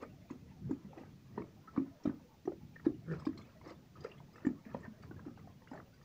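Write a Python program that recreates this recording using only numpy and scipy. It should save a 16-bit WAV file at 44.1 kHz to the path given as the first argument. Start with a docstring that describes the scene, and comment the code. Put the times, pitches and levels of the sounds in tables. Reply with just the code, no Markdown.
"""Right away a jaw closes with a hollow pop and a wet smack: pigs feed on mash from a concrete trough. More
pops, dull knocks and smacks follow, with spits, whistles and one grunt, mostly fading tones. Mash slurps and
bubbles: air noise and many tiny tones swell with each mouthful; spray hisses along. Behind lie a faint echo of
the open pen, a low murmur of snouts and bodies made from coloured noise, the steady hiss of a small, close
microphone and a very faint flicker at the top of the treble."""
import sys
import numpy as np
from scipy import signal
from scipy.fft import rfft, irfft, next_fast_len
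from scipy.io import wavfile
from scipy.ndimage import uniform_filter1d, map_coordinates

SR = 44100
rng = np.random.default_rng(int(sys.argv[2]) if len(sys.argv) > 2 else 0)


def dump_mix(stems):
    """Bounce the given channels to the path in sys.argv[1] as a 16-bit WAV at rate SR."""
    frames = np.atleast_2d(stems).T  # one column per channel
    limited = np.clip(frames, -1, 1)  # hard clip at full scale
    pcm = np.round(limited * 32767).astype(np.int16)
    wavfile.write(sys.argv[1], SR, pcm)


def volts_from_db(level):
    """Convert decibel levels to linear amplitude ratios."""
    exponent = np.asarray(level, float) / 20
    return 10 ** exponent


N = 266364  # length in samples


def unit(x):
    """Scaled to rms 1."""
    return x / np.sqrt(np.mean(x ** 2) + 1e-20)


def along(points, hz):
    """Reads a curve of (Hz, value) points on a log frequency axis."""
    f, v = np.transpose(points)
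    return np.interp(np.log(hz + 1), np.log(f + 1), v)


def curves(rows):
    """One value per sample for each column after the time."""
    s, *cols = np.transpose(rows)
    return [np.interp(np.arange(N) / SR, s, c) for c in cols]


def wobble(rate):
    """A smooth random curve with rate random points a second."""
    points = rng.standard_normal(int(N * rate / SR) + 4)
    return map_coordinates(points, [np.arange(N) * rate / SR])


def filtered(x, response):
    """Multiplies the spectrum of x by a response that depends on frequency."""
    m = next_fast_len(N + SR // 2)
    return irfft(rfft(x, m) * response(np.fft.rfftfreq(m, 1 / SR)), m)[:N]


def noise(spectrum):
    """Noise of rms 1 with the given colour."""
    return unit(filtered(rng.standard_normal(N), lambda hz: volts_from_db(along(spectrum, hz))))


def tract(x, modes):
    """Sends x through fixed resonances side by side, with alternating sign."""
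    def response(f):
        total = 0
        for k, (centre, width, db) in enumerate(modes):
            peak = 1j * f * width / (centre ** 2 - f ** 2 + 1j * f * width)
            total = total + (-1) ** k * volts_from_db(db) * peak
        return total
    return filtered(x, response)


def impulses(s, db):
    """Single-sample clicks at the given times and levels."""
    return np.bincount(np.round(s * SR).astype(int), volts_from_db(db), N)[:N]


def rings(rows, attack, rise, rough, bend=1):
    """Fading tones from rows (s, peak dB, Hz, t60 s); pitch rises as the cavity shrinks, wet walls shake the phase.
    With bend over 1 the tone holds at first, then dies quickly."""
    s, db, hz, t60 = np.transpose(rows)[:, :, None]
    t = np.arange(round(1.2 * t60.max() * SR)) / SR
    shake = np.cumsum(rng.standard_normal((len(s), len(t))), axis=1) * rough * np.sqrt(hz / SR)
    shake = uniform_filter1d(shake, size=24, axis=1)  # smoothed so that each tone stays narrow
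    tone = np.sin(2 * np.pi * hz * t * (1 + rise * t / t60) + shake - shake[:, :1])
    shape = volts_from_db(-60 * (t / t60) ** bend) * (1 - np.exp(-t / attack)) ** 2
    shape = volts_from_db(db) * shape / shape.max(axis=1, keepdims=True)
    at = (np.round(s * SR) + np.arange(len(t))).astype(int)
    return np.bincount(at.ravel(), (tone * shape).ravel(), N + SR)[:N]


# Colour of the murmur. Each row: frequency in Hz, relative strength in dB per Hz.
MURMUR = [(25, -28.5), (42, -25.5), (70, -4), (145, 3), (233, -1), (460, -20.5), (600, -41.5), (780, -53.5),
          (1320, -120)]
# Loudness of the murmur over time. Each row: time in seconds, level in dB.
HERD = [(0.0, -60), (0.3, -61), (0.47, -62), (0.67, -53), (0.99, -61.5), (1.31, -59), (1.7, -61.5),
        (1.96, -67.5), (2.45, -65), (2.59, -59.5), (3.11, -58), (3.87, -62), (4.44, -63.5), (4.61, -56),
        (5.01, -60), (5.32, -56), (6.04, -64)]


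def murmur():
    """Snouts and bodies of the herd blur into low noise that wavers and follows a loudness curve."""
    wavering = unit(volts_from_db(3.5 * wobble(11)) * noise(MURMUR))
    return volts_from_db(curves(HERD)[0]) * wavering


# How long the echo lasts. Each row: frequency in Hz, time to die by 60 dB in seconds.
PEN = [(150, 0.3), (400, 0.14), (1000, 0.054), (4000, 0.062)]


def pen(x):
    """Trough and pen walls answer; each frequency dies at its own speed, with a new tail every 1/8 second."""
    wet, hop = np.zeros(N + SR), SR // 8
    for start in range(0, N, hop):
        hz, t, z = signal.stft(rng.standard_normal(SR // 3), SR, nperseg=256)
        fade = volts_from_db(-60 * t / along(PEN, hz)[:, None])
        tail = signal.istft(z * fade, SR, nperseg=256)[1]
        tail = np.pad(tail, (round(0.018 * SR), 0))  # the echo starts 18 ms late
        echo = signal.fftconvolve(x[start:start + hop], tail / np.linalg.norm(tail))
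        wet[start:start + len(echo)] += echo
    return wet[:N]


def licks():
    """Faint laps of the other mouths at random moments, each lingering on one mouth shape."""
    per_second, floor_db, spread_db, tilt_db_per_octave = 60, -70, 11, -3
    draw = rng.random((round(per_second * N / SR), 4))
    octaves = 3 * draw[:, 1]
    db = floor_db + spread_db * draw[:, 2] ** 2 + tilt_db_per_octave * octaves
    rows = [draw[:, 0] * N / SR, db, 450 * 2 ** octaves, 0.055 + 0.08 * draw[:, 3]]
    return rings(np.transpose(rows), attack=0.008, rise=0.02, rough=0.45)


# Resonances of the throat. Each row: centre in Hz, width in Hz, relative strength in dB.
THROAT = [(330, 100, -2.5), (478, 65, 0), (1400, 240, -10), (1800, 120, -11)]


def grunt():
    """A short voiced grunt: a hum, and uneven glottal pulses with breath through the throat."""
    peak_s, level_db, swell_s, fade_s = 3.122, -39, 0.04, 0.035
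    peak_hz, sag_hz_per_s, rasp_db = 158.6, 220, -5.5
    late = np.arange(N) / SR - peak_s
    pitch_hz = peak_hz - sag_hz_per_s * np.clip(late, -swell_s / 2, fade_s / 2)
    phase = np.cumsum(pitch_hz * (1 + 0.0167 * wobble(180))) / SR  # in cycles
    pulses = np.diff(np.floor(phase), prepend=0) * volts_from_db(2.6 * wobble(150))
    hoarse = 0.085 * rng.standard_normal(N) * (1 + np.cos(2 * np.pi * phase))
    hum = np.sqrt(2) * np.sin(2 * np.pi * phase)
    rasp = volts_from_db(rasp_db) * unit(tract(pulses + hoarse, THROAT))
    bell = np.exp(-(late / np.where(late < 0, swell_s, fade_s)) ** 2)
    return volts_from_db(level_db) * bell * (hum + rasp)


# Mouthfuls sucked in. Each row: peak time in seconds, slurp level in dB, spray level in dB,
# swell in seconds, fade in seconds; the slurp climbs or falls 20 dB in the swell or fade time.
SLURPS = [(0.033, -42.5, -55, 0.04, 0.025), (0.301, -50, -62.5, 0.0091, 0.082),
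          (0.71, -60.5, -80, 0.086, 0.24), (0.992, -49.5, -64, 0.085, 0.1),
          (1.385, -50.5, -67, 0.065, 0.13), (1.78, -47.5, -64, 0.08, 0.11),
          (2.078, -43, -62.5, 0.054, 0.073), (2.862, -44.5, -59, 0.021, 0.051),
          (3.13, -49.5, -62.5, 0.055, 0.29), (3.275, -69, -59, 0.0091, 0.036),
          (3.394, -62, -64.5, 0.026, 0.3), (3.67, -52, -63, 0.059, 0.0615), (3.714, -47, -54, 0.063, 0.043),
          (3.971, -53.5, -70, 0.0056, 0.15), (4.05, -52, -60, 0.017, 0.16), (4.375, -61, -65, 0.064, .15),
          (4.46, -50.5, -79, 0.065, 0.14), (4.665, -59, -73, 0.024, 0.45),
          (4.752, -50.5, -62, 0.029, 0.045), (4.849, -51.5, -63, 0.054, 0.041),
          (5.029, -60, -68, 0.0071, 0.12), (5.195, -57, -90, 0.083, 0.025),
          (5.27, -51, -74.5, 0.026, 0.023), (5.385, -57, -70, 0.022, 0.069),
          (5.735, -48, -76, 0.024, 0.082), (5.79, -49, -76, 0.067, 0.039)]
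# Levels between mouthfuls: slurp in dB, then spray in dB.
REST_DB = [-75, -81.5]


def mouthfuls():
    """Slurp and spray levels in dB: each mouthful swells and fades over a resting level."""
    s, slurp_db, spray_db, swell, fade = np.transpose(SLURPS)[:, :, None]
    t = np.arange(0, N / SR, 0.002)

    def level(db, rest_db, lead_s, quicker):
        late = quicker * (t - s + lead_s)
        each = db - 20 * np.maximum(-late / swell, late / fade)
        return 20 * np.log10(volts_from_db(each).sum(axis=0) + volts_from_db(rest_db))

    slurp_level = level(slurp_db, REST_DB[0], lead_s=0, quicker=1)
    spray_level = level(spray_db, REST_DB[1], lead_s=0.0078, quicker=1.63)  # earlier and briefer
    return curves(np.transpose([t, slurp_level, spray_level]))


# Colour of the spray. Each row: frequency in Hz, relative strength in dB per Hz.
SPRAY = [(1470, -14), (2500, 0.5), (3380, -12.5), (4000, -6.5), (4910, -5.5), (9500, -20.5), (20900, -120)]


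def spray(level_db):
    """Hiss through the teeth, each band flickering on its own, and small droplets that ring."""
    z = signal.stft(noise(SPRAY), nperseg=256)[2]
    field = uniform_filter1d(rng.standard_normal(z.shape), size=3, axis=0)
    field = uniform_filter1d(field, size=6, axis=1)
    hiss = signal.istft(z * volts_from_db(4.2 * unit(field)), nperseg=256)[1][:N]
    hiss = unit(volts_from_db(2.5 * wobble(66)) * hiss)
    draw = rng.random((1200, 3))
    hz = 2000 * 3 ** draw[:, 1]
    db = along(SPRAY, hz) - 4 * np.log(np.maximum(draw[:, 2], 0.05))  # a few drops are much louder
    rows = [draw[:, 0] * N / SR, db, hz, 110 / hz]
    drops = rings(np.transpose(rows), attack=0.002, rise=0.01, rough=0.2)
    return volts_from_db(level_db) * (volts_from_db(-3) * hiss + volts_from_db(-3) * unit(drops))


# Resonances of the snout. Each row: centre in Hz, width in Hz, relative strength in dB.
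SNOUT = [(385.6, 202, 6.5), (637, 260, 2), (977, 320, 0.5), (1250, 207, 2.5), (1800, 400, -1),
         (2230, 290, -15.5), (2587, 300, -21)]


def breath(rate, patchy_db):
    """Air in the snout; each steep resonance swells and fades on its own as the tongue moves."""
    air = np.zeros(N)
    for centre, width, db in SNOUT:
        once = tract(rng.standard_normal(N), [(centre, width, db)])
        band = tract(once, [(centre, width, 0)])  # twice through makes it steep
        air += volts_from_db(patchy_db * wobble(rate)) * band
    return unit(air)


def slurp(level_db):
    """Mash sucked through the lips: dense small bubbles and air, coloured by the snout."""
    count = 3000
    draw = rng.random((count, 3))
    modes = np.array(SNOUT)[(draw[:, 1] * len(SNOUT)).astype(int)]
    hz = np.clip(modes[:, 0] + 0.5 * modes[:, 1] * rng.standard_normal(count), 250, None)
    size_db = modes[:, 2] - 3 * np.log(np.maximum(draw[:, 2], 0.08))
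    rows = [draw[:, 0] * N / SR, size_db, hz, 22 / hz]
    bubbles = rings(np.transpose(rows), attack=0.008, rise=0.051, rough=0.31)
    air = breath(rate=28, patchy_db=4)
    return volts_from_db(level_db) * (volts_from_db(-9.5) * unit(bubbles) + volts_from_db(-6.5) * air)


# Spits of air and feed through the teeth. Each row: start in seconds, peak level in dB, centre in Hz.
SPITS = [(0.027, -57, 2410), (0.305, -58, 6660), (0.306, -60, 2480), (0.707, -58, 7080),
         (0.975, -58.5, 2560), (2.0342, -54.5, 5500), (2.053, -53.5, 3740), (2.073, -64, 3800),
         (2.4526, -59, 5900), (2.86, -56.5, 3775), (3.119, -62, 4730), (3.194, -55, 5190),
         (3.196, -61, 7930), (3.2507, -50, 4880), (3.252, -56, 3700), (3.3745, -47.5, 4150),
         (3.415, -60, 3470), (3.673, -55.5, 5300), (4.004, -54, 4850), (4.0377, -50.5, 4860),
         (4.045, -66, 2650), (4.178, -61.5, 3300), (4.329, -60.5, 4980), (4.359, -60, 2597),
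         (4.452, -58, 7350), (4.464, -53, 7040), (4.802, -65, 7500), (5.0236, -58.5, 4530),
         (5.026, -66, 2800), (5.679, -60.5, 2845), (5.7075, -60, 5130), (5.733, -62.5, 7130),
         (5.757, -63.5, 4420), (5.937, -63.5, 4750), (6.027, -66, 4800)]


def spits():
    """Short rough whistles through the teeth: fainter side tones, a broad crack and a thin lingering tone."""
    side_hz = rng.uniform(1800, 8500, (len(SPITS), 6))  # six side tones at random pitches
    sides = [(s, db - 11.5, hz, 0.035) for (s, db, _), row in zip(SPITS, side_hz) for hz in row]
    main = [(s, db, hz, 0.04) for s, db, hz in SPITS]
    short = rings(main + sides, attack=0.003, rise=0.0082, rough=0.4, bend=1.3)
    thin = [(s, db - 14.5, hz, 0.16) for s, db, hz in SPITS]
    linger = rings(thin, attack=0.0044, rise=0.005, rough=0.15)
    s, db, _ = np.transpose(SPITS)
    t = np.arange(SR // 10) / SR
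    burst = volts_from_db(-60 * t / 0.045) * (1 - np.exp(-t / 0.004)) ** 2
    crack = signal.fftconvolve(impulses(s, db - 9), burst)[:N]
    bright_noise = unit(np.diff(rng.standard_normal(N + 1)))
    return short + linger + crack * bright_noise


# Air squeezed between closed lips sings for a moment. Each row: start in seconds, peak level in dB,
# starting pitch in Hz, time to die by 60 dB in seconds.
WHISTLES = [(1.674, -45, 1300, 0.044), (2.285, -65.5, 890, 0.16), (2.758, -43, 1780, 0.024),
            (3.385, -54, 1192, 0.039), (3.953, -51, 1257, 0.04), (4.113, -46.5, 2700, 0.024),
            (4.13, -65, 1180, 0.1), (4.174, -63, 2074, 0.06), (4.829, -49.5, 1800, 0.08),
            (4.85, -50, 1520, 0.031), (5.162, -58, 1656, 0.034)]


def whistles():
    """Squeezed air sings as brief tones that hold, then die quickly."""
    return rings(WHISTLES, attack=0.0024, rise=0.012, rough=0.4, bend=2.5)


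# Lip smacks. Each row: start in seconds, low tone's peak level in dB and starting pitch in Hz,
# high tone's peak level in dB and starting pitch in Hz.
SMACKS = [(0.031, -45, 890, -49, 1530), (0.301, -44, 960, -54, 1950), (0.71, -44, 913, -54, 1600),
          (0.931, -46, 840, -86.5, 1730), (0.98, -48.5, 750, -55, 1940), (1.034, -49.5, 806, -60, 1950),
          (1.377, -31.5, 943, -75, 1750), (1.419, -44, 1080, -50.5, 2180),
          (1.763, -37.5, 1169, -51.5, 1480), (1.775, -34, 1155, -48.5, 2230),
          (2.055, -34.5, 644, -43, 1287), (2.094, -46.5, 990, -50, 1500), (2.454, -59, 1165, -55, 1987),
          (2.475, -35, 713, -49.5, 1255), (2.518, -41, 598.5, -59, 1400), (2.796, -49, 1340, -49.5, 1840),
          (2.85, -48.5, 800, -52, 1690), (2.858, -46, 1056, -50, 1774), (3.113, -54, 1320, -50, 1740),
          (3.135, -44, 1400, -50, 2360), (3.198, -45, 1260, -62, 1650), (3.221, -47, 1025, -62, 1800),
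          (3.251, -46.5, 800, -50.5, 2410), (3.266, -35.5, 1019, -45.5, 1665),
          (3.329, -54, 1250, -58, 1900), (3.374, -53, 1125, -51, 2085), (3.412, -55, 1250, -53, 2100),
          (3.613, -50.5, 945, -57, 2100), (3.658, -49, 1176, -56, 2070), (3.695, -59, 1200, -48.5, 2090),
          (4.046, -37.5, 1270, -51, 1982), (4.057, -46, 1187, -47, 1720), (4.202, -48.5, 940, -67, 1710),
          (4.357, -48.5, 1240, -52.5, 1700), (4.381, -46.5, 1292, -54, 1980),
          (4.449, -69, 720, -37.5, 1790), (4.466, -41.5, 866, -41.5, 1765), (4.466, -43, 1250, -46.5, 2240),
          (4.652, -50, 1860, -59, 2300), (4.712, -58, 1180, -54, 1770), (4.746, -33.5, 943, -56, 1670),
          (4.847, -49.5, 1150, -44.5, 1803), (4.859, -48, 990, -61, 1400), (5.035, -47, 1250, -54.5, 1617),
          (5.11, -49.5, 812, -47.5, 1493), (5.193, -49, 1070, -50.5, 1585), (5.253, -52.5, 1300, -73, 2000),
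          (5.28, -55, 790, -55, 1276), (5.374, -51.5, 770, -57.5, 1570), (5.392, -57, 1100, -59, 2000),
          (5.473, -47.5, 733, -81, 1910), (5.619, -56, 956, -60, 1900), (5.673, -48.5, 1550, -54, 2090),
          (5.714, -42.5, 898, -56, 1880), (5.731, -47, 800, -49, 1480), (5.751, -44.5, 840, -59, 1500),
          (5.774, -49, 1230, -46, 1700), (5.8, -44, 1197, -58, 1980), (6.013, -56, 1160, -60, 1800)]


def smacks():
    """Each wet smack of the lips rings two snout resonances."""
    s, low_db, low_hz, high_db, high_hz = np.transpose(SMACKS)
    low_rows = np.transpose([s, low_db, low_hz, 19 / low_hz])
    high_rows = np.transpose([s, high_db, high_hz, 40 / high_hz])
    low = rings(low_rows, attack=0.00072, rise=0.015, rough=0.45, bend=1.15)
    high = rings(high_rows, attack=0.002, rise=0.02, rough=0.45, bend=1.5)
    return low + high


def squelches():
    """The lips tear from the mash at each smack or whistle: a short puff of air through the snout."""
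    smack_s, low_db, _, high_db, _ = np.transpose(SMACKS)
    whistle_s, whistle_db, _, _ = np.transpose(WHISTLES)
    s = np.concatenate([smack_s, whistle_s])
    db = np.concatenate([np.maximum(low_db, high_db), whistle_db])
    t = np.arange(SR // 10) / SR
    puff = volts_from_db(-60 * t / 0.051) * (1 - np.exp(-t / 0.0026))
    puffs = signal.fftconvolve(impulses(s, db), puff)[:N]
    return volts_from_db(-9) * puffs * breath(rate=120, patchy_db=4)


# Snout knocks on the trough. Each row: start in seconds, peak level in dB, starting pitch in Hz.
KNOCKS = [(2.073, -24, 248), (2.093, -34, 270), (2.103, -36.5, 242.7)]


def knocks():
    """Short dull knocks of a snout on the trough that die within about four cycles, without rebounds."""
    rows = [(s, db, hz, 4.1 / hz) for s, db, hz in KNOCKS]
    return rings(rows, attack=0.0017, rise=0.016, rough=0.1, bend=2.0)


# Jaw closures. Each row: start in seconds, peak level in dB, starting pitch of the mouth cavity in Hz.
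CHOMPS = [(0.027, -39.5, 550), (0.307, -37, 272), (0.694, -39, 378), (0.708, -27.5, 282),
          (0.846, -43.5, 206), (0.974, -46, 321.6), (1.008, -46, 262), (1.373, -40.5, 205),
          (1.3769, -33.5, 397.3), (1.405, -38.5, 318), (1.418, -48, 383), (1.764, -40, 281),
          (1.777, -23.5, 270), (1.799, -31.5, 299), (2.053, -27, 290), (2.453, -42, 290), (2.476, -26, 354),
          (2.531, -44, 330), (2.865, -19, 302.6), (3.268, -26, 279), (3.357, -46, 310), (3.663, -45, 306),
          (3.708, -44.5, 520), (4.047, -31.5, 473), (4.448, -32.5, 308), (4.467, -21.5, 285.4),
          (4.662, -45, 233), (4.745, -33.5, 526), (4.745, -39, 232.8), (4.878, -42.5, 230),
          (5.11, -42.5, 317), (5.263, -38.5, 311), (5.276, -41, 243.7), (5.714, -41.5, 250)]


def pops():
    """The mouth cavity pops as the jaws close; the cheeks slap twice more, weaker each time."""
    rebound_s, rebound_loss_db, detune = 0.019, 12, 0.055
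    cycles = 10  # a pop dies by 60 dB within about this many cycles
    chance = rng.standard_normal((len(CHOMPS), 3, 3))
    rows = []
    for (s, db, hz), draws in zip(CHOMPS, chance):
        for k, (timing, pitch, force) in enumerate(draws):  # k = 0 is the pop itself, left as listed
            slap_s = s + k * rebound_s * (1 + 0.133 * timing)
            slap_db = db - k * rebound_loss_db + min(k, 1) * 2 * force
            slap_hz = hz * (1 + k * detune * pitch)
            rows.append((slap_s, slap_db, slap_hz, cycles / slap_hz))
    return rings(rows, attack=0.0015, rise=0.04, rough=0.28, bend=1.59)


def scene():
    """All mouths, their echo, and the low murmur of the herd."""
    slurp_db, spray_db = mouthfuls()
    mouths = licks() + grunt() + spray(spray_db) + slurp(slurp_db)
    mouths += spits() + whistles() + smacks() + squelches() + knocks() + pops()
    return (murmur() + volts_from_db(-13.5) * pen(mouths) + mouths)[None]


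# Colour of the faint top treble. Each row: frequency in Hz, relative strength in dB per Hz.
TOP_TREBLE = [(13500, -40), (14300, -4), (15200, 1), (15600, -4.5), (15800, -42)]


def top_treble():
    """A very faint band of noise near 15 kHz whose level flickers."""
    level_db = -86.5 + 1.2 * wobble(9.2) + 1.2 * wobble(66)
    return volts_from_db(level_db) * noise(TOP_TREBLE)


# Response of the microphone. Each row: frequency in Hz, gain in dB.
MIC = [(25, -9.5), (45, -4), (70, 5.5), (6800, -9), (8200, -13.5), (10000, -11.5), (13600, -23.5),
       (15000, -6)]
# Colour of its hiss. Each row: frequency in Hz, relative strength in dB per Hz.
HISS = [(25, -1.5), (100, 1), (300, -3.5), (1000, -16.5), (3000, -20), (6000, -21.5), (7200, -26.5),
        (8200, -33.5), (13800, -33.5), (15600, -34), (15800, -64)]


def microphone(dry):
    """The microphone weakens deep bass and treble and adds a steady hiss."""
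    heard = filtered(dry[0], lambda hz: volts_from_db(along(MIC, hz)))
    return heard + volts_from_db(-67.5) * noise(HISS)


def top_cut(x):
    """Nothing passes above the cut-off."""
    return signal.sosfilt(signal.butter(12, 15680, fs=SR, output="sos"), x)


def record(dry):
    """The scene as the small microphone picks it up, with the faint top treble."""
    mix = (microphone(dry) + top_treble())[None]
    return top_cut(mix)


dry = scene()
out = record(dry)
dump_mix(out)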